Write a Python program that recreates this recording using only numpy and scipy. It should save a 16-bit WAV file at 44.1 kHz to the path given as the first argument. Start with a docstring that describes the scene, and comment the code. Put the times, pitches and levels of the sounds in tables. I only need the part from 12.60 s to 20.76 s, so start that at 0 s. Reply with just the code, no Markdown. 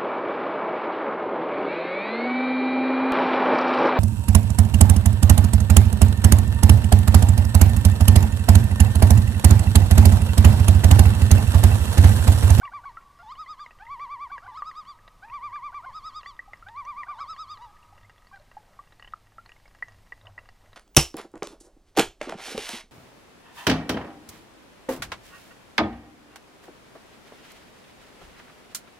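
"""On a still, forest-lined lake two loons trade tremolo calls, heard from a small boat.
Each voice sweeps a harmonic series through throat resonances: low growls, then a quavering run,
with a dull scattered tail from the trees. Drips are impacts followed by ringing bubbles; swarms of bubbles lap.
Narrow-band noise makes the hollow hull boom, short chirps make a faint camera whine, and still air hisses."""
import sys
import numpy as np
from scipy import signal
from scipy.fft import rfft, irfft
from scipy.io import wavfile

SR = 44100
rng = np.random.default_rng(int(sys.argv[2]) if len(sys.argv) > 2 else 0)


def wav_out(sig):
    """Save sig, one row per channel (or a flat mono array), as 16-bit PCM at SR to the path in sys.argv[1]."""
    wavfile.write(sys.argv[1], SR, np.round(np.clip(np.atleast_2d(sig).T, -1, 1) * 32767).astype(np.int16))


N = 359856
TIME = np.arange(N) / SR
# the coarser time grid on which the notes are shaped (s)
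BEAT = np.linspace(0, N / SR, N // 16)


def amp(db):
    """Level to amplitude: 20 dB is a factor of ten."""
    return 10 ** (np.asarray(db) / 20)


def unit(x):
    """Normalization to an rms of 1."""
    return x / np.sqrt(np.mean(x ** 2) + 1e-20)


def read(points, hz):
    """Interpolation of a spectrum on a log-frequency axis."""
    f, value = np.transpose(points)
    return np.interp(np.log(hz + 1), np.log(f + 1), value)


def add(mix, start_s, sound):
    """Superposition: a sound is summed into the mix from its start."""
    part = mix[max(round(start_s * SR), 0):][:len(sound)]
    part += sound[:len(part)]


def noise(spectrum):
    """Spectral shaping: white noise is weighted by frequency and set to rms 1."""
    white = rfft(rng.standard_normal(N))
    weight = amp(read(spectrum, np.fft.rfftfreq(N, 1 / SR)))
    return unit(irfft(white * weight, N))


def wander(rate_hz):
    """Low-passed randomness: a smooth fluctuation of rms 1 under a Gaussian spectrum."""
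    white = rfft(rng.standard_normal(N))
    weight = np.exp(-(np.fft.rfftfreq(N, 1 / SR) / rate_hz) ** 2)
    return unit(irfft(white * weight, N))


def gate(t, start, end, edge):
    """Smooth windowing: opens at start and shuts at end, with soft edges (all s)."""
    opening = 1 + np.tanh((t - start) / edge)
    closing = 1 + np.tanh((end - t) / edge)
    return opening * closing / 4


# Spectrum of still air and hiss, only its shape counts: frequency_hz [Hz], density_db [dB per Hz, relative]
AIR_SPECTRUM = [(12, -1.5), (29, 0), (45, -4.5), (75, -11.5), (150, -15.5), (300, -22.5), (550, -26.5),
                (900, -22.5), (1450, -30), (2000, -26.5), (2500, -30), (5000, -33.5), (9000, -39.5),
                (15000, -43)]


def still_air(level_db=-58):
    """Stationary broadband noise, its level fluctuating slightly."""
    return amp(level_db + .5 * wander(4)) * noise(AIR_SPECTRUM)


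def camera_whine(pitch_hz=8550, first_s=0.018):
    """Periodic tone bursts: a faint electronic chirp under a Gaussian envelope, thirty times a second."""
    period_s, width_s, level_db = 1 / 29.97, .0034, -75
    since = (TIME - first_s + period_s / 2) % period_s - period_s / 2
    envelope = np.exp(-(since / width_s) ** 2)
    return amp(level_db) * envelope * np.sin(2 * np.pi * pitch_hz * since)


# Ripples meeting the hull, also played by lapping(): middle_s [s], half_length_s [s],
# gurgle_db [dB], boom_db [dB, before the trim in hull()]
HULL_RIPPLES = [ (.17, .039, -63, -67), (1.87, .04, -70, -63), (2.85, .03, -75, -61),
                (3.285, .025, -60, -56), (4.08, .06, -76, -62.5), (4.28, .03, -68, -66),
                (4.63, .05, -64.5, -72), (4.92, .04, -76, -60), (5.36, .06, -77, -57),
                (5.81, .03, -73, -65), (6.13, .09, -67, -71), (7.32, .07, -76, -58),
                (7.672, .033, -56.5, -51), (7.82, .06, -66.5, -65), (8.057, .038, -67.5, -66)]


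def hull(rocking_db=-68, sway_db=2.5, lag_s=.025, ring_s=.035, trim_db=-2.5):
    """Cavity resonance: the hollow hull booms near 100 Hz as water rocks it, louder just after each ripple."""
    boom = noise([(55, -50), (78, -10.5), (88, -1), (106, 3), (118, -16), (170, -49), (400, -88)])
    pushes = sum(amp(boom_db) * np.exp(-((TIME - s - lag_s) / (half + ring_s)) ** 2)
                 for s, half, _, boom_db in HULL_RIPPLES)
    rocking = amp(rocking_db + sway_db * wander(4))
    return boom * amp(trim_db) * (rocking + pushes)


def bubble(hz, life, rise=0.063, swell_cycles=1.65):
    """Bubble resonance: trapped air swells into its ring, decays, and rises in pitch near the surface."""
    t = TIME[:SR // 16]
    swell = 1 - np.exp(-(t * hz / swell_cycles) ** 0.7)
    ring = swell * np.exp(-(t / life) ** 1.34)
    glide_hz = hz * (1 + rise * np.tanh(t / life - .55))
    return ring / ring.max() * np.sin(2 * np.pi * np.cumsum(glide_hz) / SR)


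def lapping(bubbles_per_s=45, calm_db=-74):
    """Superposed bubble resonances: a steady swarm of small bubbles, louder at each ripple on the hull."""
    swarm = np.zeros(N)
    for hz in np.geomspace(520, 1500, 20):  # the birth rate applies to each pitch
        strengths = amp(3 * rng.standard_normal(N))
        births = (rng.random(N) < bubbles_per_s / SR) * strengths
        swarm += signal.oaconvolve(births, bubble(hz, 4 / hz, rise=0.11))[:N]
    gurgles = sum(amp(gurgle_db) * np.exp(-((TIME - s) / half) ** 2)
                  for s, half, gurgle_db, _ in HULL_RIPPLES)
    return unit(swarm) * (amp(calm_db) + gurgles)


# Modes that an impact rings: pitch_hz [Hz], level_db [dB, relative], t60_s [s to decay 60 dB]
KNOCK_MODES = [(700, 1, 0.0049), (1226, 8, 0.0066), (1680, 2.5, 0.014), (1900, 1.5, 0.042),
               (1880, -31.5, 0.037), (2744, -4.5, 0.027), (4800, -3.5, .006), (6550, -12.5, 0.018)]


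def knocked(clicks):
    """Modal resonance: clicks ring the decaying modes of the boat and the camera's case."""
    t = TIME[:SR // 8]
    ring = sum(amp(db - 60 * t / t60) * np.sin(2 * np.pi * hz * t) for hz, db, t60 in KNOCK_MODES)
    return signal.oaconvolve(clicks, ring / abs(ring).max())[:N]


def faint_drips(count=48, middle_hz=2900, octaves=.9, bubble_db=-58, impact_db=-48, range_db=4.5, cycles=11):
    """Size scaling: small drips at random moments, whose higher-pitched bubbles die sooner."""
    when, size, loud, hard = rng.uniform(-1, 1, (count, 4)).T
    start_s = (np.arange(count) + (1 + when) / 2) / count * N / SR
    hz = middle_hz * 2 ** (octaves * size)
    return list(zip(start_s, hz, bubble_db + range_db * loud, cycles / hz, impact_db + range_db * hard))


# The loudest drips, before the scatter off the boat: start_s [s], pitch_hz [Hz], bubble_db [dB, envelope peak],
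# life_s [s], impact_db [dB, before softening, ringing and bass cut]
LOUD_DRIPS = [ (.053, 2770, -42.5, .004, -38), (.0765, 1930, -38.5, .005, -46),
              (.3701, 1320, -32.5, .010, -31.5), (.7531, 2950, -50.5, .0075, -41),
              (.861, 2020, -43.5, .012, -43), (.994, 1590, -46, .0062, -48),
              (1.062, 2032, -35.5, .003, -37), (1.108, 2590, -49.5, .0056, -35.5),
              (1.2661, 2020, -41, .007, -58), (1.396, 2030, -38, .0035, -40),
              (1.78, 1615, -34.5, .0029, -34), (2.0209, 1145, -23.5, .0075, -30.5),
              (2.1127, 1894, -39, .0027, -42), (2.4783, 3865, -48.5, .003, -35),
              (2.6983, 2560, -46, .0043, -42), (2.958, 1634, -40, .0039, -45),
              (3.632, 2737, -44, .0028, -36), (3.66, 1936, -33, .0036, -36),
              (3.7911, 1910, -29, .0077, -39.5), (3.877, 793, -46.5, .015, -56),
              (3.9336, 1986, -32, .004, -30.5), (4.0243, 1328, -40, .007, -46),
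              (4.086, 3620, -44.5, .002, -36), (4.251, 5900, -49, .0027, -40),
              (4.433, 1931, -30, .0033, -35), (4.7638, 2900, -51, .0026, -37.5),
              (4.973, 3992, -49, .0025, -41.5), (5.2284, 2733, -52, .004, -56),
              (5.325, 810, -49, .011, -59), (5.379, 2840, -58, .003, -42), (5.446, 2073, -52.5, .011, -58),
              (5.4965, 1525, -60, .0027, -38), (5.670, 4500, -54.5, .004, -44.5),
              (5.713, 1102, -47, .012, -70), (5.796, 590, -52.5, .017, -67), (5.915, 2700, -55, .003, -41),
              (5.9675, 833, -34.5, .0098, -48), (6.19, 1133, -35.5, .0099, -43),
              (6.325, 3850, -55, .003, -43.5), (6.397, 4400, -53.5, .003, -40.5),
              (6.4249, 2850, -41, .0025, -36.5), (6.446, 2860, -46, .0053, -37.5),
              (6.4755, 3010, -46, .0043, -37), (6.5357, 1247, -25, .0036, -38.5),
              (6.782, 1334, -37.5, .011, -33.5), (6.8605, 4260, -49, .0036, -38),
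              (6.8927, 2430, -44, .0018, -38.5), (6.9185, 2790, -43, .0022, -42.5),
              (7.056, 2180, -51.5, .007, -41), (7.1494, 1700, -50, .0016, -40.5),
              (7.2242, 1926, -23.5, .007, -26.5), (7.2835, 6370, -55, .0027, -37.5),
              (7.5219, 1894, -31, .0051, -31), (7.669, 2880, -39.5, .003, -38.5),
              (7.7787, 1920, -32, .0058, -35), (7.7884, 2670, -46.5, .0044, -33),
              (7.8893, 4530, -52, .0022, -37), (8.131, 3850, -50, .0027, -39)]


def drips(specks_per_s=40, speck_db=-61, spray_db=-23, near_db=-21, hardness=14):
    """Impact and bubble radiation: a knock with a little spray, then a bubble; tiny specks fall in between."""
    t = TIME[:SR // 50]
    speck_levels = speck_db + 6.9 * np.minimum(rng.exponential(1, N), 2)
    clicks = (rng.random(N) < specks_per_s / SR) * amp(speck_levels)
    bubbles = np.zeros(N)
    for start_s, hz, bubble_db, life, impact_db in LOUD_DRIPS + faint_drips():
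        impact = amp(spray_db) * rng.standard_normal(len(t)) * np.exp(-t / 0.0065)
        impact[0] = 1
        # large drops trap long-lived bubbles and land with a softer blow
        soft = signal.butter(2, np.clip(hardness / life, 500, SR / 4), fs=SR)
        add(clicks, start_s, amp(impact_db) * signal.lfilter(*soft, impact))
        add(bubbles, start_s + 0.00048, amp(bubble_db) * bubble(hz, life))
    # impacts this small radiate almost no bass
    no_bass = signal.butter(3, 470, "high", fs=SR, output="sos")
    direct = signal.sosfilt(no_bass, knocked(clicks)) + bubbles
    # the sides of the boat throw back a brief scatter
    t = TIME[:SR // 6]
    scatter = rng.standard_normal(len(t)) * amp(-60 * t / 0.25) * (t > .003)
    scatter /= np.linalg.norm(scatter)
    return direct + amp(near_db) * signal.oaconvolve(direct, scatter)[:N]


def forest(x, t60, build, wet_db):
    """Diffuse scattering: trunks along the shore return a call as a long, dull tail."""
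    t = TIME[:3 * SR]
    taps = rng.standard_normal(len(t)) * amp(-60 * t / t60) * (1 - np.exp(-t / build))
    dull = signal.butter(2, 1900, fs=SR, output="sos")
    tail = signal.sosfilt(dull, taps / np.linalg.norm(taps))
    return amp(wet_db) * signal.fftconvolve(x, tail)[:N]


JITTER_CLEAR, JITTER_BREAK, JITTER_GROWL = .0018, .0045, .007  # rms unsteadiness, as a share of the pitch
FADE_DB_PER_HZ = .045  # a quaver that falls short in pitch is weaker too
FIRST_FLAT_HZ = 16  # the first quaver of a phrase is a little flat


def quaver(top, hz, db, before, after, bright_db, sag, width, sag_db, jitter=JITTER_CLEAR):
    """Coupled pitch and effort: both sag around the top. A note is (pitch, effort, brightness, jitter)."""
    slack = 1 - np.exp(-abs((BEAT - top) / width) ** 2.5)
    effort = amp(db - sag_db * slack) * gate(BEAT, top - before, top + after, edge=.0014)
    return hz * (1 - sag * slack), effort, bright_db, jitter


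def growl(middle, length, hz, rise_hz, db, bright_db):
    """Frequency glide: a short upward slide in the low register, loudest at its middle."""
    u = np.clip((BEAT - middle) / length * 2, -1, 1)
    effort = amp(db - 5.9 * u ** 2) * gate(BEAT, middle - length / 2, middle + length / 2, edge=.003)
    return hz + rise_hz * u / 2, effort, bright_db, JITTER_GROWL


def swoop(trough, end, trough_hz, end_hz, db, bright_db, lead=.029, dip_db=12, entry=.3):
    """Register break: the upper register dips, then swells as it climbs to the tremolo."""
    turn = np.clip((BEAT - trough) / max(end - trough, lead), -1, 1)
    climb = np.sin(turn * 1.3) ** 2
    climb = np.minimum(climb / np.interp(end, BEAT, climb), 1)
    swell = np.where(BEAT > trough, climb ** .6, entry * climb)
    effort = amp(db - dip_db * (1 - swell)) * gate(BEAT, trough - lead, end, edge=.003)
    return trough_hz + (end_hz - trough_hz) * climb, effort, bright_db, JITTER_BREAK


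def tremolo(first, count, period, delay, hz, fall_hz, db, bright_db, carry, opening_db):
    """Periodic modulation: the closing quavers of a phrase come later, flatter, weaker. Rows: top_s, pitch_hz,
    level_db, bright_db."""
    k = np.arange(round(count))
    tired = carry ** (k[-1] - k)
    flat_hz = fall_hz * tired + FIRST_FLAT_HZ * (k == 0)
    return np.transpose([first + k * period + delay * tired, hz - flat_hz,
                         db - FADE_DB_PER_HZ * flat_hz, bright_db + opening_db * k])


# Levels and brightness of all notes are nominal, before the voice is shaped in loon().
# Tremolo phrases of the lower loon, before flattening and fading: first_top_s [s], quavers [count],
# period_s [s], last_delay_s [s], pitch_hz [Hz], last_fall_hz [Hz], level_db [dB], bright_db [dB],
# cracked [closing quavers that crack]
LOWER_PHRASES = [ (.050, 3, .1035, .009, 1180, 51, -33.3, -4, 3),
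                 (1.326, 6, .101, .058, 1172, 147, -32.2, -1, 2),
                 (2.751, 6, .1025, .009, 1190, 120, -31.5, -2, 2),
                 (4.190, 5, .1037, .011, 1192, 29, -32, -4.5, 2)]
# Its last soft hoot: top_s [s], pitch_hz [Hz], level_db [dB], before_s [s], after_s [s], bright_db [dB]
LOWER_HOOT = (5.745, 795, -41, .018, .033, -1.5)


def low_notes(scoop_lead=.107, crack_s=.019, crack_lead=.018, last_lead=.011, half=.051):
    """Register breaks: the lower loon scoops to a soft held note, quavers, and cracks into its last quavers."""
    arch = dict(sag=.23, width=.035, sag_db=14)
    notes = [quaver(*LOWER_HOOT, sag=.12, width=.035, sag_db=9)]
    for *phrase, cracked in LOWER_PHRASES:
        run = tremolo(*phrase, carry=.08, opening_db=-.5)
        first, bright_db = run[0, 0], run[0, 3]
        notes.append(growl(first - scoop_lead, length=.041, hz=815, rise_hz=175, db=-37.3, bright_db=bright_db))
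        notes.append(growl(first - .067, length=.038, hz=925, rise_hz=12, db=-47, bright_db=bright_db))
        for k, (top, hz, db, bright_db) in enumerate(run):
            cracks = k >= len(run) - round(cracked)
            lead = crack_lead if cracks else half
            if k == len(run) - 1:
                lead = last_lead
            notes.append(quaver(top, hz, db, lead, .051, bright_db, **arch))
            if cracks:
                notes.append(growl(top - lead - crack_s / 2, crack_s, hz=765, rise_hz=175, db=-39,
                                   bright_db=bright_db))
    return notes


# Tremolo phrases of the higher loon, before flattening and fading: first_top_s [s], quavers [count],
# period_s [s], last_delay_s [s], pitch_hz [Hz], last_fall_hz [Hz], level_db [dB], bright_db [dB]
HIGHER_PHRASES = [ (.711, 4, .0965, .017, 1284, 82, -30.8, -6.3),
                  (1.981, 4, .1, .017, 1300, 122, -30.5, -6.8),
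                  (3.367, 4, .1005, .015, 1300, 132, -30.2, -2.3),
                  (4.611, 4, .097, .017, 1312, 72, -29.9, -2.4)]
# Growl and swoop before each: growl_middle_s [s], growl_hz [Hz], growl_rise_hz [Hz], trough_s [s], end_s [s],
# trough_hz [Hz], end_hz [Hz], end_level_db [dB, before the gate]
HIGHER_WINDUPS = [ (.612, 705, 45, .659, .721, 850, 1095, -33.5),
                  (1.840, 735, 240, 1.928, 1.973, 860, 1130, -34),
                  (3.245, 710, 190, 3.320, 3.337, 1030, 1130, -38),
                  (4.505, 725, 130, 4.562, 4.606, 865, 1120, -35)]
# Its last soft hoot: top_s [s], pitch_hz [Hz], level_db [dB], before_s [s], after_s [s], bright_db [dB]
HIGHER_HOOT = (5.036, 975, -38, .048, .08, -6.5)


def high_notes(growl_s=.044, half=.052, release=.049, last_release=.07):
    """Register jump: the higher loon growls, swoops, and quavers, opening its bill as it goes."""
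    arch = dict(sag=.215, width=.034, sag_db=18.5)
    notes = [quaver(*HIGHER_HOOT, sag=.16, width=.033, sag_db=13)]
    for phrase, windup in zip(HIGHER_PHRASES, HIGHER_WINDUPS):
        middle, growl_hz, rise_hz, trough, jump, *climb = windup
        run = tremolo(*phrase, carry=.35, opening_db=1.6)
        top, hz, db, bright_db = run[0]
        notes.append(growl(middle, growl_s, growl_hz, rise_hz, db=-44, bright_db=-9))
        notes.append(swoop(trough, jump, *climb, bright_db=bright_db - .5))
        # the first quaver starts roughly, straight from the swoop
        notes.append(quaver(top, hz, db - 1, top - jump, release, bright_db, jitter=JITTER_BREAK, **arch))
        for top, hz, db, bright_db in run[1:]:
            after = last_release if top == run[-1, 0] else release
            notes.append(quaver(top, hz, db, half, after, bright_db, **arch))
    return notes


# Resonance of each bird's throat and bill: frequency_hz [Hz], gain_db [dB, before the upper-harmonic tilt]
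LOWER_THROAT = [(550, -8), (750, -15.5), (950, -1.5), (1170, -2), (1500, -7), (1900, -19.5), (2350, -17.5),
                (2800, -24.5), (3500, -30.5), (4700, -32), (5850, -40.5), (7000, -48.5), (9500, -62)]
HIGHER_THROAT = [(600, -21), (850, -4.5), (1050, -5.5), (1270, -5), (1480, -8), (1750, -29), (2150, -21.5),
                 (2550, -37), (3000, -19), (3800, -23), (5050, -19), (6000, -26), (7600, -27.5),
                 (9500, -47)]


def loon(notes, throat, octave_db, top_db, effort_share):
    """Source-filter voice: notes join into one line whose harmonics sweep through the throat's resonances."""
    pitches, efforts, brights, jitters = (np.array(column) for column in zip(*notes))
    # the strongest note at each moment leads the pitch
    shares = (efforts + 1e-12) / (efforts + 1e-12).sum(0)
    hz = np.interp(TIME, BEAT, (shares * pitches).sum(0))
    effort = np.interp(TIME, BEAT, efforts.sum(0))
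    # pitch is steadiest in clear quavers, rougher in breaks and growls
    jitter = np.interp(TIME, BEAT, jitters @ shares) * wander(300)
    phase = 2 * np.pi * np.cumsum(hz * (1 + jitter)) / SR
    # the low register is grainy in level
    shimmer = amp(np.interp(hz, [780, 1050], [2., .35]) * wander(130))
    # upper harmonics follow the bill's opening and the pitch, and shrink as effort drops
    upper_db = np.interp(TIME, BEAT, brights @ shares) + octave_db * np.log2(hz / 1200)
    upper_db += effort_share * (20 * np.log10(effort + 1e-4) + 35)
    voice = np.zeros(N)
    for k in range(1, 8):
        harmonic_db = read(throat, k * hz) + (k > 2) * upper_db + (k > 4) * top_db
        harmonic_db += np.log(k) * wander(60)
        voice += amp(harmonic_db) * np.sin(k * phase)
    rasp = amp(-32) * noise(throat)
    return effort * shimmer * (np.sqrt(2) * voice + rasp)


def scene():
    """Superposition of all sources and the birds' echo, the same in both ears."""
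    near = still_air() + camera_whine() + hull() + lapping() + drips()
    low = loon(low_notes(), LOWER_THROAT, octave_db=3.5, top_db=-1.5, effort_share=.5)
    high = loon(high_notes(), HIGHER_THROAT, octave_db=-10.5, top_db=-10, effort_share=.28)
    echo = forest(low, t60=2.2, build=0.074, wet_db=-13.5)
    echo += forest(high, t60=2.64, build=0.077, wet_db=-16)
    mix = near + echo + low + high
    return np.array([mix, mix])


def record(dry, edge_hz=15350):
    """Band limiting: a linear-phase low-pass removes the highest treble."""
    lowpass = signal.firwin(511, edge_hz, window=("kaiser", 9), fs=SR)
    return signal.oaconvolve(dry, lowpass[None], "same")


dry = scene()
out = record(dry)
wav_out(out)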